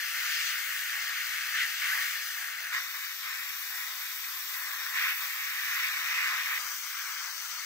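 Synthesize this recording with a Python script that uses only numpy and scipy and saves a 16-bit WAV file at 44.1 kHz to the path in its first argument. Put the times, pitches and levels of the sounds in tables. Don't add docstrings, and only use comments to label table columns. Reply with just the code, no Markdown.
import sys
import numpy as np
from scipy import signal
from scipy.io import wavfile
from scipy.ndimage import uniform_filter1d

SR = 44100
rng = np.random.default_rng(int(sys.argv[2]) if len(sys.argv) > 2 else 0)


def wav_out(sig):
    wavfile.write(sys.argv[1], SR, np.round(np.clip(np.atleast_2d(sig).T, -1, 1) * 32767).astype(np.int16))


N = 337365
WINDOW, HOP = 1024, 256
FRAME = dict(nperseg=WINDOW, noverlap=WINDOW - HOP)


def undb(db):
    return 10 ** (np.asarray(db) / 20)


def frames(x):
    spectrum = signal.stft(x, **FRAME)[2]
    return spectrum / np.sqrt(np.mean(abs(spectrum) ** 2))


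def patches(shape, hz, per_s):
    field = rng.standard_normal(shape)
    bins, steps = hz * WINDOW / SR, SR / HOP / per_s
    for axis, size in enumerate((bins, steps)):
        for _ in range(2):
            field = uniform_filter1d(field, max(int(size), 1), axis=axis)
    return field / field.std()


def band_rms(pair, hz, lo_hz, hi_hz):
    inside = (hz[:, 0] > lo_hz) & (hz[:, 0] < hi_hz)
    power = np.sum(np.mean(abs(pair.mean(axis=0)[inside]) ** 2, axis=1)) * 4 / 3
    return pair / np.sqrt(power)


def ports(one, other, table, hz):
    at_hz, *columns = np.transpose(table)
    left_db, right_db, like, lag_cycles = (np.interp(np.log(hz), np.log(at_hz), c) for c in columns)
    like = np.clip(like, 0, 1)
    lag = np.exp(-2j * np.pi * lag_cycles)
    left = undb(left_db) * one
    right = undb(right_db) * (like * lag * one + np.sqrt(1 - like ** 2) * other)
    return np.array([left, right])


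def air():
    return frames(rng.standard_normal(N))


def rumble(hz, s):
    # (frequency [Hz], left [dB], right [dB], likeness of the ports [0-1], right lag [cycles])
    rumble_colour = [(25, -23, -19, 0.1, 0), (69.6, 0, 14, 0.1, 0), (120, -11, 1.5, 0.1, 0),
                     (197, -10, 6.5, 0.32, 0.02), (320, -16, 8.5, 0.3, 0.02), (450, -9, 5, 0.33, 0.03)]
    # (time [s], bias [below 0 mostly silent, above 0 mostly sounding])
    gate_bias = [(0, -1), (.7, -1.3), (.8, .5), (1.2, 0.15), (1.5, -0.9), (1.6, -1.6), (2.2, -2),
                 (2.4, 1.3), (2.95, 1), (3.05, -1), (3.2, -0.4), (3.52, 0), (3.68, -1.8), (3.8, -0.18),
                 (4.2, 0), (4.7, -.6), (4.95, -0.2), (5.05, -1.6), (5.35, -1.3), (5.45, 0.7), (5.8, -0.9),
                 (6.55, -1), (6.65, 0.6), (7.65, 0.4)]
    base_db, gate_db_per_unit = -105, 25.5
    low = ports(air(), air(), rumble_colour, hz) * (hz < 500)
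    low = band_rms(low, hz, 40, 250)
    gate = 1.34 * patches(low.shape[1:], 100, 24) + np.interp(s, *np.transpose(gate_bias))
    return low * undb(base_db + gate_db_per_unit * np.minimum(gate, 0.9))


def low_bursts(hz, s):
    # (centre [s], length [s], level [dB])
    burst_table = [(.36, 0.044, -90), (.79, .05, -81), (1.48, .05, -88), (2.27, .04, -92),
                   (3.517, 0.11, -74), (4.95, .04, -85), (5.45, .05, -85), (6.68, .07, -84.5)]
    below_hz = 160
    low = np.array([air(), air()]) / (1 + (hz / below_hz) ** 6)
    low = band_rms(low, hz, 40, 250)
    return low * sum(undb(db) * np.exp(-(2 * (s - at) / length) ** 2) for at, length, db in burst_table)


def band_gains(hz, s):
    # (start [s], length [s], centre [Hz], gain [dB])
    changes = [(3.1, .75, 7200, 4), (3.15, .4, 6600, -9), (3.2, 0.46, 8950, -10), (3.82, .8, 9800, -6),
               (4.65, 0.75, 7250, -6), (5.35, .3, 11250, -9), (5.45, 0.72, 9900, -8), (6.7, .4, 10250, -8),
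               (7.25, .4, 10400, -10)]
    # (time [s], centre [Hz], gain [dB])
    deaf = [(0, 9700, -7), (.3, 9600, -8), (.6, 9800, -3), (1.3, 9600, -7), (1.9, 9500, -23),
            (2.4, 9600, -7), (2.65, 9700, 1), (3.0, 9950, -20), (3.3, 10100, -23), (4.0, 9850, -29),
            (4.2, 10500, -16), (4.45, 10500, -15), (4.65, 9900, -16), (4.95, 10400, -7), (5.25, 9800, -18),
            (5.75, 9900, -20), (6.05, 10300, -12), (6.4, 10100, -6), (6.65, 10050, -18), (7.65, 10000, -12)]
    change_width_hz, change_edge_s, deaf_width_hz = 110, 0.11, 450

    def bell(centre_hz, width_hz):
        return np.exp(-((hz - centre_hz) / width_hz) ** 2)

    def edge(t):
        return np.clip(t / change_edge_s, 0, 1)

    left_db = sum(db * edge(s - at) * edge(at + length - s) * bell(centre_hz, change_width_hz)
                  for at, length, centre_hz, db in changes)
    at, centre_hz, db = np.transpose(deaf)
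    right_db = np.interp(s, at, db) * bell(np.interp(s, at, centre_hz), deaf_width_hz)
    return undb([left_db, right_db])


def thin_shared(pair, hz, s):
    # (time [s], centre [Hz], mean share lost [0-1, clipped after flicker])
    thin_table = [(2.5, 3220, 0.1), (2.8, 3170, 0.8), (2.95, 3220, 1.1), (3.11, 3190, 1), (3.17, 3150, 0.2),
                  (3.28, 3120, 0.3), (3.33, 3110, 1.0), (3.47, 3030, 1.2), (3.58, 3150, 0.75),
                  (3.68, 3120, 1.1), (3.84, 3130, 1), (3.88, 3100, 0.3), (4.1, 3100, .55), (4.3, 3100, 0.1),
                  (4.45, 3080, 0.4), (4.6, 3140, 0.7), (4.75, 3030, 1.1), (4.9, 3140, 0.7),
                  (5.05, 3150, .65), (5.2, 3150, .8), (5.33, 3040, 0.5), (5.46, 3130, 0.9),
                  (5.62, 3250, 0.5), (5.85, 3120, 0.6), (5.95, 3170, 1.0), (6.12, 3200, 0.4),
                  (6.25, 3200, 0.8), (6.4, 3150, 0), (6.95, 2800, 0), (7.08, 2730, 0.6), (7.22, 2710, 0.7),
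                  (7.25, 3000, 0.3), (7.3, 3280, 0.7), (7.41, 3200, 0.6), (7.52, 3350, 0.3),
                  (7.65, 3300, 0.1)]
    width_hz, jitter_hz, flicker, flicker_per_s = 184, 60, 0.4, 30.5
    at, centre_hz, share = np.transpose(thin_table)
    centre_hz = np.interp(s, at, centre_hz) + jitter_hz * patches((1, len(s)), 1, flicker_per_s)
    band = np.exp(-((hz - centre_hz) / width_hz) ** 4)
    share = np.interp(s, at, share) * (1 + flicker * patches(band.shape, 130, flicker_per_s))
    return pair - np.clip(share, 0, 1) * band * pair.mean(axis=0)


def echo(hz, ms, db):
    return undb(db) * np.exp(-2j * np.pi * hz * ms / 1000)


def grains():
    grains_per_s, spread_db = 24000, 1
    hit = rng.random(N) < grains_per_s / SR
    return frames(hit * rng.standard_normal(N) * undb(spread_db * rng.exponential(size=N)))


def flares(s):
    # (start [s], length [s], gain [dB], fall [s])
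    flare_table = [(1.518, 0.15, 6, 0.036), (1.79, 0.33, 4.5, 0.11), (2.703, 0.11, 6, 0.044),
                   (4.93, 0.22, 8.5, 0.049)]
    rise_s = 0.046

    def edge(t):
        return np.clip(t, 0, 1)

    return sum(db * edge((s - at) / rise_s) * edge((at + length - s) / fall)
               for at, length, db, fall in flare_table)


def splash_roar(splash, colour, roar_db, tilt_db, pan_db, hz):
    skirt_hz, skirt_share = 1030, 0.64
    gated_below_hz, gap_db_per_unit = 498, 12.5
    shape = splash[0].shape
    roar = ports(*splash, colour, hz) / (1 + (hz / 6000) ** 4)
    share = skirt_share + (1 - skirt_share) / (1 + (skirt_hz / hz) ** 6)
    swell_db = roar_db.mean() + share * (roar_db - roar_db.mean())
    octaves = np.log2(np.clip(hz, 700, 3600) / 1800)
    side = np.array([[[.5]], [[-.5]]])
    roar = band_rms(roar, hz, 1000, 2800) * undb(swell_db + tilt_db * octaves + side * pan_db)
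    roar = roar * undb(0.79 * patches(shape, 900, 10.7) + 1.16 * patches(shape, 180, 16))
    gaps = np.clip(4.4 * patches(shape, 100, 22) + 0.83, 0, 3) / (1 + (hz / gated_below_hz) ** 10)
    return roar * undb(-gap_db_per_unit * gaps)


def grit_patter(grit, colour, from_hz, high, hz):
    patter = ports(*grit, colour, hz) * np.sqrt(1 - high) / (1 + (from_hz / hz) ** 12)
    return band_rms(patter, hz, 3500, 7000)


def nozzle_hiss(jet, colour, high, hz):
    return band_rms(ports(*jet, colour, hz) * np.sqrt(high), hz, 11000, 15500)


def level_patches(shape):
    dips = np.clip(patches(shape, 130, 23), 0, 2.1) ** 3.0
    gain = undb(0.43 * patches(shape, 2300, 22) - 2.7 * dips)
    return gain / np.sqrt(np.mean(gain ** 2))


def blast(flow, hiss_db, pan_db, splash_colour, spot, grit_from_hz, echoes, hz, s, splash, grit, jet):
    flare_grit_share = 0.26
    tilt_per_flare_db, pan_per_roar_db = 0.2, -0.09
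    tilt_wander_db, hiss_wander_db = 1.17, 1.46
    hiss_from_hz = 8800
    at, *columns = np.transpose(flow)
    roar_db, tilt_db, grit_db = (np.interp(s, at, c) for c in columns)
    flare_db = flares(s)
    roar_db = roar_db + flare_db
    grit_db = grit_db + flare_grit_share * flare_db
    shape = grit[0].shape

    def wander(per_s):
        return patches((1, shape[1]), 1, per_s)

    tilt_db = tilt_db + tilt_per_flare_db * flare_db + tilt_wander_db * wander(21.0)
    pan_db = pan_db + pan_per_roar_db * (roar_db - roar_db.mean())
    hiss_db = hiss_db + hiss_wander_db * wander(4.3)
    high = 1 / (1 + (hiss_from_hz / hz) ** 8)
    roar = splash_roar(splash, splash_colour, roar_db, tilt_db, pan_db, hz)
    patter = grit_patter(grit, spot, grit_from_hz, high, hz) * undb(grit_db)
    hiss = nozzle_hiss(jet, spot, high, hz) * undb(hiss_db)
    paths = 1 + sum(echo(hz, ms, db) for ms, db in echoes)
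    return roar + (patter + hiss) * level_patches(shape) * paths


def scene():
    # (time [s], splash roar [dB], roar tilt [dB/octave], grit patter [dB])
    flow = [
        [(0.0, -37.5, -0.5, -42.5), (0.15, -36, 1.5, -44), (0.34, -35.5, 2, -38.5), (0.5, -36, 0.5, -39),
         (0.6, -37, 1.5, -44), (0.8, -36.5, 2, -47), (.9, -37, -0.5, -45), (.95, -33.5, 0.5, -47),
         (1.02, -36, 0.5, -43.5), (1.3, -35.5, 2, -45), (1.51, -37, 1.2, -44.5), (2.12, -36.5, -1, -43.5),
         (2.2, -42, -1.5, -43.5), (2.5, -39.5, 0, -48), (2.728, -40, -2.5, -48)],
        [(2.728, -41, -1.5, -43), (2.85, -41.5, -0.5, -45), (3.1, -42.5, 2, -46), (3.17, -46, 1.5, -46),
         (3.26, -38.5, 0, -45.5), (3.62, -43, 0.5, -46), (3.8, -41, -1.5, -45), (4.1, -44, 0, -45.5),
         (4.45, -43.5, -1.5, -45), (4.62, -41.5, -3, -45), (4.92, -38, -2.3, -44), (5.16, -39.5, 1.5, -47),
         (5.22, -38, -1.5, -43.5), (5.32, -40, -0.5, -45), (5.65, -35, 2, -44.5), (5.73, -33.5, 1.5, -43),
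         (6.03, -35, 2, -43.5), (6.27, -31.5, -1.5, -42), (6.44, -35.5, -1.5, -44), (6.52, -33, 0, -44),
         (6.585, -35.5, 0, -43.5)],
        [(6.585, -42.5, -4.5, -41.5), (6.68, -41.5, -2.5, -42.5), (6.79, -46, 0, -43.5), (6.88, -43, 0.3, -44),
         (7.12, -39.5, -0.3, -43.5), (7.25, -40.5, -1.5, -43.5), (7.38, -47.5, -2, -43.5),
         (7.47, -46.5, -3.5, -43.5), (7.65, -44, 1.5, -44)],
    ]
    # (frequency [Hz], left [dB], right [dB], likeness of the ports [0-1], right lag [cycles])
    spot_colour = [
        [(2510, -2.3, 2.7, 0.8, 1.18), (3300, 2, -4.5, 0.14, 0.38), (3900, -5, -32, 0.35, 0.62),
         (4250, 0.3, -12, 0.36, 0.66), (4940, 0.2, -5.5, 0.8, 0.8), (5550, -4.5, -8.5, 0.5, 0.85),
         (6060, -0.5, -8, 0.66, 0.77), (7140, -11.5, -13.5, 0.4, 1.2), (7520, -3.5, -29, 0.19, 1.02),
         (8400, -15, -27, 0.13, 1.14), (9450, -12.5, -29, 0.23, 0.7), (10000, -20, -46, 0.03, 0.39),
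         (11000, -13.5, -26, 0.21, 1.01), (12100, -9, -17.5, 0.08, 0.96), (12300, -17.5, -17, 1, 0.71),
         (13800, -16.5, -14.5, 1, 1.0), (15400, -11.5, -13.5, 1, 1.0)],
        [(3000, -1, -4.5, 0.17, 0.46), (3200, -1, -0.5, 0.36, 0.53), (3650, -1, -9, 0.4, 0.83),
         (4250, -2.5, -24, 0.15, 0.9), (4700, -2, -17.5, 0.4, 0.75), (5300, -2.5, -10.5, 0.06, 0.88),
         (5880, 1.6, -17, 0.3, 0.7), (6320, -6.5, -10.7, 0.1, 0.98), (6650, -8.5, -15, 0.7, 0.99),
         (7000, -4, -6, 0.8, 0.66), (7250, -13, -13.5, 1, 1.1), (7600, -6, -14.5, 0.7, 1.0),
         (8060, -10.5, -18, 0.3, 0.98), (8700, -8, -25, 0.13, 0.97), (9800, -12.5, -26, 0.03, 0.5),
         (10960, -10, -40, 0.07, 1.11), (11900, -6.5, -8, 0.8, 1.1), (12700, -8.5, -10.5, 0.95, 1.0),
         (14200, -8.1, -4.5, 0.76, 1.0), (15200, -5.5, -7, 1, 1.0)],
        [(2780, -9.5, -10.4, 0.5, 0.3), (3150, -7.5, -6.5, 0.44, 0.31), (3500, -7, -13.2, 0.55, 0.47),
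         (4220, -6, -20.6, 0.32, 0.64), (4800, -3, -23, 0.13, 0.48), (5400, -6, -17.4, 0.34, 1.08),
         (5750, 0, -14.7, 0.53, 0.66), (6100, -2.5, -11.5, 0.7, 0.97), (6800, -9.5, -12.5, 0.3, 0.94),
         (7550, -13.5, -15.4, 1, 1.0), (8000, -12.5, -13.7, 0.76, 1.2), (8700, -11, -22.6, 0.13, 0.93),
         (9500, -15, -28.2, 0.16, 1.04), (10250, -23.1, -34.9, 0.02, 1.16), (10900, -16.3, -22.6, 0.21, 0.98),
         (12000, -10.5, -17.3, 0.71, 1.0), (12800, -18, -19.6, 0.93, 1.0), (14000, -14, -14, 0.99, 1.0),
         (15200, -10.5, -10, 1, 1.01)],
    ]
    roar_colour = [
        [(300, -92, -69, 0.1, 0.23), (496, -30.5, -33, 0.5, 0.14), (713, -23.5, -34, 1, 0.33),
         (1050, -19.5, -31, 0.8, -0.43), (1113, -14.5, -13, 0.57, -0.13), (1360, -7.5, -8, 0.83, 0.12),
         (1820, 0, -1, 0.99, 0.16), (2246, -3.5, -10.5, 0.58, -0.036), (2440, -14, -11.5, 0.74, -0.19),
         (3030, -11.5, -13.5, 0.4, 0.4), (4700, -18.5, -27.5, 0.95, 1)],
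        [(308, -96, -69, 0, 0.08), (512, -29.5, -36.5, 0.6, 0.02), (720, -21.5, -37.5, 0.3, 0.06),
         (962, -13.5, -28, 0.4, 0.08), (1044, -6, -16, 0.95, 0.14), (1480, -4, -8.5, 0.86, 0.089),
         (1840, -2, 0, 0.74, 0.058), (2150, -2, 0, 1, 0.32), (2453, -3, -4, 0.64, 0.28),
         (2780, -12.5, -12.5, 0.12, 0.41), (3200, -12.5, -12.5, 0.93, 0.66), (3830, -16.5, -20.5, 0.1, 0.52),
         (4570, -21.5, -33, 0.3, 0.9)],
        [(302, -80, -67, 0, -0.21), (496, -23.5, -26, 0.45, -0.12), (700, -20.5, -32, 0.7, 0.28),
         (954, -11.5, -22, 0.7, -0.096), (1116, -2.5, -10, 0.7, 0.17), (1460, -1, -3, 1, -0.16),
         (1870, -4, -1.5, 0.9, 0.24), (2200, 0, -2.5, 0.6, 0.1), (2620, -17, -8, 0.4, 0.046),
         (3000, -10.5, -22, 0.6, 0.15), (4600, -29, -26, 0.4, 0.98)],
    ]
    # (lag [ms], level [dB])
    echoes = [
        [(.47, -24), (1.0, -23.5)],
        [(.5, -55), (1.07, -19), (2.1, -23)],
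        [(0.88, -33), (2.5, -14), (1.2, -37)],
    ]
    grit_from_hz = [2070, 2830, 1900]
    hiss_db = [-43, -43, -44.5]
    pan_db = [0.5, 0.5, 1.5]
    splash = np.array([air(), air()])
    grit = np.array([grains(), grains()])
    jet = np.array([air(), air()])
    hz = np.maximum(np.arange(WINDOW // 2 + 1)[:, None] * SR / WINDOW, 1)
    s = np.arange(jet.shape[2]) * HOP / SR
    out = rumble(hz, s) + low_bursts(hz, s)
    which = np.searchsorted([table[0][0] for table in flow[1:]], s)
    for k in range(len(flow)):
        now = which == k
        sources = (source[:, :, now] for source in (splash, grit, jet))
        out[:, :, now] += blast(flow[k], hiss_db[k], pan_db[k], roar_colour[k], spot_colour[k],
                                grit_from_hz[k], echoes[k], hz, s[now], *sources)
    heard = thin_shared(out * band_gains(hz, s), hz, s)
    return signal.istft(heard, **FRAME)[1][:, :N]


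def record(dry):
    bass_hz, top_hz = 45, 15650
    thin = signal.sosfilt(signal.butter(2, bass_hz, "high", fs=SR, output="sos"), dry)
    return signal.sosfilt(signal.ellip(14, .3, 70, top_hz, fs=SR, output="sos"), thin)


dry = scene()
out = record(dry)
wav_out(out)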